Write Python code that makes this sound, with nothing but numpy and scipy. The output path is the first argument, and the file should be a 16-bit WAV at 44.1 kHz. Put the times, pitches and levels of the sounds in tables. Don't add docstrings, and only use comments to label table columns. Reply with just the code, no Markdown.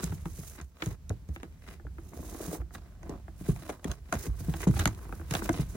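import sys
import numpy as np
from scipy import signal
from scipy.fft import rfft, irfft
from scipy.io import wavfile

SR = 44100
rng = np.random.default_rng(int(sys.argv[2]) if len(sys.argv) > 2 else 0)


def dump(signal):
    limited = np.clip(np.atleast_2d(signal).T, -1, 1)
    pcm = np.round(limited * 32767).astype(np.int16)
    wavfile.write(sys.argv[1], SR, pcm)


N = 253997

# t/s, level/dB, settled pitch f/Hz
THUMP_EVENTS = [(0.033, -33.5, 158), (0.096, -31.5, 93.6), (0.121, -37, 148), (0.254, -38, 160),
                (0.385, -39.5, 140), (0.608, -39.5, 70), (0.863, -26.5, 114.6), (0.893, -35.5, 53.6),
                (1.098, -26.5, 98.3), (1.105, -42.5, 347), (1.286, -30.5, 70), (1.29, -47.5, 204.5),
                (1.43, -43, 158), (1.843, -33, 56.9), (1.85, -51.5, 276), (2.191, -42.5, 233),
                (2.402, -43.5, 305), (2.473, -35.5, 173), (2.528, -40, 322), (2.583, -26, 55.3),
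                (3.092, -36.5, 207.6), (3.115, -48.5, 263), (3.409, -38.5, 163.6), (3.486, -15.5, 137.7),
                (3.692, -39.5, 356.5), (3.85, -30.5, 200), (3.877, -22, 54.4), (4.124, -35, 550),
                (4.144, -22, 52.5), (4.264, -37.5, 225.3), (4.278, -23.5, 53), (4.403, -36, 129),
                (4.482, -25.5, 145.7), (4.669, -18, 174.2), (4.691, -18, 117.6), (4.742, -24.5, 63),
                (4.789, -25.5, 88), (4.856, -26, 111), (4.876, -35, 114), (5.309, -31, 122),
                (5.342, -40.5, 142), (5.492, -31.5, 101), (5.591, -23.5, 137), (5.749, -36.5, 168)]
# t/s, knock level/dB, tick level/dB, scratch length/s, knock corner f/Hz
TAP_EVENTS = [(0.031, -49, -47, 0.0072, 2450), (0.0411, -50, -40, 0.0015, 4130),
              (0.122, -47.5, -72, 0.003, 1540), (0.256, -40.5, -60.5, 0.0024, 1150),
              (0.3856, -70, -68, 0.0021, 1500), (0.613, -99, -56, 0.0024, 1950),
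              (0.8211, -33, -55, 0.0029, 3730), (0.86, -49, -49, 0.0015, 1510),
              (1.0945, -68, -49.5, 0.001, 3020), (1.288, -63, -66, 0.0027, 1150),
              (1.3617, -46.5, -68, 0.00074, 2750), (1.432, -43.5, -61.5, 0.00061, 1380),
              (1.676, -58, -89, 0.00041, 3360), (2.748, -43.5, -60, 0.0081, 2550),
              (3.0307, -49.5, -64.5, 0.0019, 1750), (3.094, -57, -56.5, 0.0026, 1230),
              (3.562, -51, -65, 0.00085, 1490), (3.691, -37.5, -50, 0.015, 1540),
              (3.8433, -43, -48, 0.003, 2950), (3.914, -48, -44, 0.0031, 4250),
              (4.1246, -30, -41, 0.005, 1560), (4.137, -35.5, -48, 0.0089, 1550),
              (4.264, -49.5, -54, 0.0065, 1520), (4.539, -38.5, -59, 0.00051, 2340),
              (4.671, -41.5, -48.5, 0.016, 1390), (4.764, -37, -57, 0.0096, 2850),
              (4.791, -34, -38, 0.008, 4700), (4.804, -35, -63, 0.018, 3460),
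              (4.856, -25, -35, 0.001, 3520), (4.874, -34, -38.5, 0.0047, 2330),
              (5.308, -40, -43, 0.0053, 3730), (5.338, -34, -45, 0.0023, 3600),
              (5.35, -30, -44, 0.0032, 3440), (5.391, -40, -77, 0.0027, 1710),
              (5.493, -56, -43.5, 0.0006, 1560), (5.5271, -44, -48.5, 0.011, 2000)]
# fastest moment t/s, half of full duration/s, rub level/dB,
# fur hiss level/dB, rub corner f/Hz
SCUFF_EVENTS = [(0.03, 0.29, -49, -60.5, 1800), (0.148, 0.08, -82, -67.5, 1500),
                (0.474, 0.5, -65.5, -61, 1790), (0.603, 0.13, -52.5, -82, 1850),
                (0.855, 0.13, -54, -66.5, 2390), (0.919, 0.14, -50.5, -66, 1720),
                (1.356, 0.037, -87, -70, 2000), (1.727, 0.19, -54.5, -71, 2100),
                (2.183, 0.13, -52.5, -98, 814), (2.414, 0.46, -49.5, -58.5, 1230),
                (2.456, 0.16, -49, -68.5, 1170), (2.551, 0.15, -45.5, -55, 834),
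                (2.611, 0.071, -55.5, -77, 890), (2.75, 0.04, -63, -58.5, 2020),
                (2.922, 0.36, -65.5, -86, 1580), (3.161, 0.18, -50, -99, 1015),
                (3.504, 0.14, -57, -59.5, 2460), (3.672, 0.4, -55.5, -65, 2980),
                (3.917, 0.18, -49.5, -70, 1425), (4.167, 0.18, -54, -70, 2150),
                (4.248, 0.16, -54.5, -56, 1900), (4.411, 0.051, -59, -61.5, 1430),
                (4.534, 0.31, -55, -62, 2120), (4.641, 0.09, -46, -54.5, 2500),
                (4.768, 0.077, -56, -56.5, 3450), (4.818, 0.11, -48.5, -55, 3500),
                (5.15, 0.8, -56, -69.5, 1220), (5.366, 0.12, -50, -54.5, 3430),
                (5.463, 0.11, -43.5, -53, 1830), (5.61, 0.17, -44, -56.5, 2220),
                (5.755, 0.12, -54, -62, 1940)]
# t/s, level/dB
PAT_EVENTS = [(1.103, -42), (1.798, -52.5), (1.868, -51), (1.983, -44), (2.134, -45.5), (2.154, -55.5),
              (2.403, -60), (2.514, -50.5), (2.532, -50), (2.615, -46.5), (2.707, -55), (3.281, -46.5),
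              (4.401, -52), (4.739, -43.5), (5.053, -52.5), (5.092, -46), (5.125, -38), (5.197, -44),
              (5.214, -47), (5.421, -34), (5.4908, -21.5)]
# t/s, level/dB
SWAY_LEVELS = [(0, -39.5), (.7, -55.5), (1.3, -47), (2.1, -47.5), (2.55, -47.5), (3.25, -47.5), (4, -49),
               (4.5, -43.5), (5.05, -43), (5.76, -41.5)]
# nominal multiple of its pitch, level/dB
PANEL_OVERTONES = [(1.65, 3.5), (2.249, 1.5), (2.7, -3), (3.6, -17.5), (4.9, -13)]
# nominal f/Hz, level/dB, undamped t60/s
BOX_MODES = [(55, -2, 0.14), (156, -4, 0.1), (322, -4, 0.068)]
# f/Hz, level/dB, t60/s
STIFF_MODES = [(800, 2, 0.045), (1080, 2, 0.05), (1490, -2, 0.06), (1890, -1, 0.04), (2710, -7, 0.05)]
# f/Hz, level/dB
KNOCK_COLOUR = [(100, -3.5), (330, 13), (470, -5.5), (700, 6.5), (950, 1), (1400, 5), (1900, -1), (2250, 1),
                (2750, -4), (4000, -1), (12000, -49.5)]
# f/Hz, level/dB
TICK_COLOUR = [(1500, -9), (3500, 10), (5200, 8), (6500, 17.5), (8000, 9), (10500, 9.5), (16000, -5)]
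# f/Hz, level/dB
RUB_COLOUR = [(70, -33), (200, -2.5), (330, 6.5), (480, -10.5), (620, 1.5), (900, -2.5), (1550, -3),
              (2400, -4), (4000, -2), (14000, -1)]
# f/Hz, level/dB
FUR_COLOUR = [(1500, 2.1), (3500, 1.74), (5200, 4.9), (6600, 7.9), (8000, 3.4), (10000, 9.2), (13000, 2.1),
              (16000, 6.56)]
# f/Hz, level/dB
RUMBLE_COLOUR = [(15, -73), (36, 1.5), (55, 0), (80, 0), (120, -13.5), (165, -12), (330, -33.5),
                 (8000, -55.5)]
# f/Hz, level/dB
AIR_COLOUR = [(30, 0), (200, -4), (700, -19), (1500, -27), (3000, -33), (5700, -29), (9000, -34),
              (16000, -33)]
# f/Hz, t60/s
CARD_DECAY = [(300, 0.082), (1000, 0.021), (2500, 0.022), (7000, 0.0043), (15000, 0.025)]
# f/Hz, t60/s
ROOM_DECAY = [(100, 0.23), (500, 0.089), (3000, 0.084), (14000, 0.0081)]
# f/Hz, gain/dB
SIDE_GAIN = [(60, -15), (150, -14.5), (300, -11), (1100, -4.5), (2300, 0), (4400, -4.5), (8200, 6),
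             (11000, -10), (14000, -35)]
# f/Hz, left minus right/dB
PORT_TILT = [(150, -1.5), (330, -3), (700, -1), (1300, -1.5), (2300, 3), (4200, -8), (8000, -3.5),
             (13000, -0.5)]

PAD_OVERTONES_DB, CLAW_OVERTONES_DB, OVERTONES_DB_PER_OCTAVE, TOGETHER_S = -19, 5.5, -6, 0.0075
SLIDE_PEAK_S, SLIDE_HALF_RISE_S, SLIDE_HALF_FALL_S = 0.0034, 0.019, 0.093
SLIDE_RUB_DB, SLIDE_HISS_DB = -60, -77
SLIDE_FOLLOW_DB_PER_DB = 0.18
SPEEDING_SHARE = 0.74
AIR_DB, EDGE_HZ = -66, 16100


def amp(db):
    return 10 ** (np.asarray(db) / 20)


def unit(x):
    return x / np.sqrt(np.mean(x ** 2, axis=-1, keepdims=True) + 1e-20)


def decay(t, t60_s):
    return np.exp(-np.log(1000) * t / t60_s)


def read(points, hz):
    f, value = np.transpose(points)
    return np.interp(np.log(hz + 1), np.log(f), value)


def curve(rows, column):
    rows = np.asarray(rows)
    return np.interp(np.arange(N) / SR, rows[:, 0], rows[:, column])


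def add(mix, s, sound):
    part = mix[..., max(0, round(s * SR)):][..., :sound.shape[-1]]
    part += sound[..., :part.shape[-1]]


def colour(x, points, size=4096):
    log_gain = np.log(amp(read(points, abs(np.fft.fftfreq(size, 1 / SR)))))
    impulse = np.fft.ifft(np.exp(np.conj(signal.hilbert(log_gain)))).real
    return signal.fftconvolve(np.atleast_2d(x), impulse[None], axes=1)[:, :x.shape[-1]]


def varied(points, spread_db, shift=0.):
    stretch = np.exp(shift * rng.uniform(-0.91, 1))
    return [(hz * stretch, db + rng.uniform(-spread_db, spread_db)) for hz, db in points]


def low_pass(x, corner_hz, order=2):
    return signal.sosfilt(signal.butter(order, corner_hz, fs=SR, output="sos"), x)


def wander(rate_hz):
    hz = np.fft.rfftfreq(N, 1 / SR)
    return unit(irfft(rfft(rng.standard_normal(N)) / (1 + (hz / rate_hz) ** 2), N))


def ring(t60s, size, count=8):
    t, hz = np.arange(size) / SR, np.fft.rfftfreq(size, 1 / SR)
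    centres_hz = np.geomspace(125, 16000, count)
    random_phase = np.exp(2j * np.pi * rng.random((2, len(hz))))
    out = np.zeros((2, size))
    for share, t60_s in zip(np.eye(count), read(t60s, centres_hz)):
        band = irfft(random_phase * np.interp(hz, centres_hz, share), size)
        out += band * decay(t, t60_s)
    return out


def bend(x, first_hz, travel_s_at_1khz=0.002424):
    size = x.shape[-1]
    hz = np.maximum(np.fft.rfftfreq(size, 1 / SR), 100)
    late_s = travel_s_at_1khz * np.maximum(np.sqrt(1000 / hz) - np.sqrt(1000 / first_hz), 0)
    phase = 2 * np.pi * np.cumsum(late_s) * SR / size
    return irfft(rfft(x) * np.exp(-1j * phase), size)


def background(sway_db=1, lurch_db=2):
    sway, air = rng.standard_normal((2, 2, N))
    sway_level = amp(curve(SWAY_LEVELS, 1) + sway_db + lurch_db * wander(2.5))
    rumble = sway_level * unit(colour(sway, RUMBLE_COLOUR))
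    return rumble + amp(AIR_DB) * unit(colour(air, AIR_COLOUR))


def friction(grains_per_s, grit, uneven_db, uneven_hz, size=2048):
    sizes = amp(4 * np.minimum(rng.exponential(1, N), 3))
    catches = (rng.random(N) < grains_per_s / SR) * sizes * rng.choice([-1, 1], N)
    rung = signal.fftconvolve(catches[None], ring(CARD_DECAY, size), axes=1)[:, :N]
    fibres = rng.standard_normal((2, N))
    return unit((fibres + grit * unit(rung)) * amp(uneven_db * wander(uneven_hz)))


def strokes(usual_knock_db=-42, usual_tick_db=-50):
    out = []
    for s, half_s, rub_db, hiss_db, corner_hz in SCUFF_EVENTS:
        out.append((s, SPEEDING_SHARE * half_s, (1 - SPEEDING_SHARE) * half_s, rub_db, hiss_db, corner_hz))
    for s, knock_db, tick_db, _, corner_hz in TAP_EVENTS:
        rub_db = SLIDE_RUB_DB + SLIDE_FOLLOW_DB_PER_DB * (knock_db - usual_knock_db)
        hiss_db = SLIDE_HISS_DB + SLIDE_FOLLOW_DB_PER_DB * (tick_db - usual_tick_db)
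        out.append((s + SLIDE_PEAK_S, SLIDE_HALF_RISE_S, SLIDE_HALF_FALL_S, rub_db, hiss_db, corner_hz))
    return out


def scuffs(rub_gain_db=4, fur_gain_db=9.5, rub_spread_db=6, rub_shift=0.3, fur_spread_db=2):
    pads = friction(grains_per_s=420, grit=3.5, uneven_db=3.6, uneven_hz=70)
    fibres = friction(grains_per_s=500, grit=0.8, uneven_db=2.8, uneven_hz=35)
    t, out = np.arange(N) / SR, np.zeros((2, N))
    for s, half_rise_s, half_fall_s, rub_db, hiss_db, corner_hz in strokes():
        span = [s - 2 * half_rise_s, s, s + 2 * half_fall_s]
        moving = slice(*np.searchsorted(t, span[::2]))
        envelope = np.interp(t[moving], span, [0, 1, 0]) ** 3
        travel = np.interp(t[moving], span, [0, .5, 1])
        first = unit(colour(pads[:, moving], varied(RUB_COLOUR, rub_spread_db, rub_shift)))
        last = unit(colour(pads[:, moving], varied(RUB_COLOUR, rub_spread_db, rub_shift)))
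        rub = unit(low_pass((1 - travel) * first + travel * last, corner_hz))
        hiss = unit(colour(fibres[:, moving], varied(FUR_COLOUR, fur_spread_db)))
        out[:, moving] += envelope * (amp(rub_db + rub_gain_db) * rub + amp(hiss_db + fur_gain_db) * hiss)
    return out


def taps(knock_gain_db=1, tick_gain_db=0, drag=0.78, ringing=0.63, chatter_db=-18, chatter_s=0.021,
         bite_share=0.17, size=4096):
    t, out = np.arange(size) / SR, np.zeros((2, N))
    level_scale = np.sqrt(.01 * SR / size)
    blow = unit(t == 0)
    for s, knock_db, tick_db, length_s, corner_hz in TAP_EVENTS:
        slips, chatter = rng.standard_normal((2, 2, size)) ** 3
        drag_envelope = (1 - np.exp(-t / (bite_share * length_s))) * np.exp(-(t / length_s) ** 2)
        force = drag * unit(slips * drag_envelope)
        force += blow / (1 + (length_s / 0.001) ** 2)
        response = blow + ringing * unit(ring(CARD_DECAY, size))
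        card = unit(signal.fftconvolve(force, response, axes=1)[:, :size])
        card += amp(chatter_db) * unit(chatter * np.exp(-t / chatter_s))
        soft = low_pass(colour(card, varied(KNOCK_COLOUR, 0.45)), corner_hz)
        knock = unit(bend(soft, corner_hz))
        tick = unit(colour(card, varied(TICK_COLOUR, 0.21)))
        sound = amp(knock_db + knock_gain_db) * knock + amp(tick_db + tick_gain_db) * tick
        add(out, s, level_scale * sound)
    return out


def card_ring(ring_db=-15, ring_follow=0.84, hard_knock_db=-27, spot_db=3, size=8192):
    t, out = np.arange(size) / SR, np.zeros((2, N))
    for s, knock_db, *_ in TAP_EVENTS:
        tap_db = hard_knock_db + ring_db + ring_follow * (knock_db - hard_knock_db)
        draws = rng.uniform(-0.48, 1, (len(STIFF_MODES), 3))
        for (hz, mode_db, t60_s), (spot, *phase) in zip(STIFF_MODES, draws):
            mode = decay(t, t60_s) * np.sin(2 * np.pi * (hz * t + np.c_[phase]))
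            add(out, s, amp(tap_db + mode_db + spot_db * spot) * mode)
    return out


def hardness(s, hz):
    claw = max(np.exp(-((tap[0] - s) / TOGETHER_S) ** 2) for tap in TAP_EVENTS)
    return PAD_OVERTONES_DB + CLAW_OVERTONES_DB * claw + OVERTONES_DB_PER_OCTAVE * np.log2(hz / 150)


def damping(db, heavy_db=-16, press=0.41):
    return 1 + press * amp(db - heavy_db)


def thumps(rise_turns=2.28, sag=2.422, settle_s=0.00328, panel_t60_s=0.066, overtone_life=0.67,
           gain_db=13.0, detuned_db_per_octave=-9, size=22000):
    t, out = np.arange(size) / SR, np.zeros(N)
    for s, db, hz in THUMP_EVENTS:
        damped = damping(db)
        overtones_db = hardness(s, hz)
        turns = hz * (t + sag * settle_s * (1 - np.exp(-t / settle_s)))
        fade = decay(t, panel_t60_s * (1 + (60 / hz) ** 2) / damped)
        flap = fade * np.sin(2 * np.pi * turns)
        for multiple, mode_db in PANEL_OVERTONES:
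            mode_turns = multiple * (1 + 0.1 * rng.uniform(-1.17, 1)) * turns
            mode = np.sin(2 * np.pi * (mode_turns + rng.random()))
            flap += amp(overtones_db + mode_db) * fade ** (1 / overtone_life) * mode
        for box_hz, box_db, box_t60_s in BOX_MODES:
            pressed_hz = box_hz * (1 + 0.057 * rng.uniform(-0.8, 1))
            woken_db = box_db + detuned_db_per_octave * abs(np.log2(hz / box_hz))
            mode = np.sin(2 * np.pi * (pressed_hz * t + rng.random()))
            flap += amp(woken_db) * decay(t, box_t60_s / damped) * mode
        rise = 1 - np.exp(-(turns / rise_turns) ** 2)
        add(out, s, amp(db + gain_db) * flap * rise)
    return out


def pat(dull_hz=1750, ringing=2.1, spread_db=4, shift=0.092, size=2048):
    push = unit(np.arange(size) == 0) + ringing * unit(ring(CARD_DECAY, size))
    knock = colour(push, varied(KNOCK_COLOUR, spread_db, shift))
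    return unit(bend(low_pass(knock, dull_hz, order=4), dull_hz))


def pats(gain_db=-7):
    out = np.zeros((2, N))
    for s, db in PAT_EVENTS:
        add(out, s, amp(db + gain_db) * pat())
    return out


def room(x, rise_s=0.0046, size=16384):
    tail = ring(ROOM_DECAY, size) * (1 - np.exp(-np.arange(size) / SR / rise_s))
    return signal.fftconvolve(x, tail / np.linalg.norm(tail[0]), axes=1)[:, :N]


def scene(thump_room_db=-14, tap_room_db=-18, direct_share=0.027):
    boom = signal.hilbert(thumps())
    panels = np.array([boom.real, boom.imag])
    claws = taps() + pats() + card_ring()
    near, scattered = claws + amp(tap_room_db) * room(claws) + scuffs()
    gradient = signal.hilbert(near).imag
    surface_side = direct_share * gradient + np.sqrt(1 - direct_share ** 2) * scattered
    surface = np.array([near, surface_side])
    mid, side = panels + amp(thump_room_db) * room(panels) + surface + background()
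    side = colour(side, SIDE_GAIN)[0]
    ports = []
    for sign in (1, -1):
        response = [(hz, sign * db / 2) for hz, db in PORT_TILT]
        ports.append(colour(mid + sign * side, response))
    return np.vstack(ports)


def record(dry, low_cut_hz=40, order=4):
    low_cut = signal.butter(order, low_cut_hz, "highpass", fs=SR, output="sos")
    thinned = signal.sosfilt(low_cut, dry)
    edge = signal.firwin(511, EDGE_HZ, window=("kaiser", 9), fs=SR)
    return signal.oaconvolve(thinned, edge[None], "same", axes=1)


dry = scene()
out = record(dry)
dump(out)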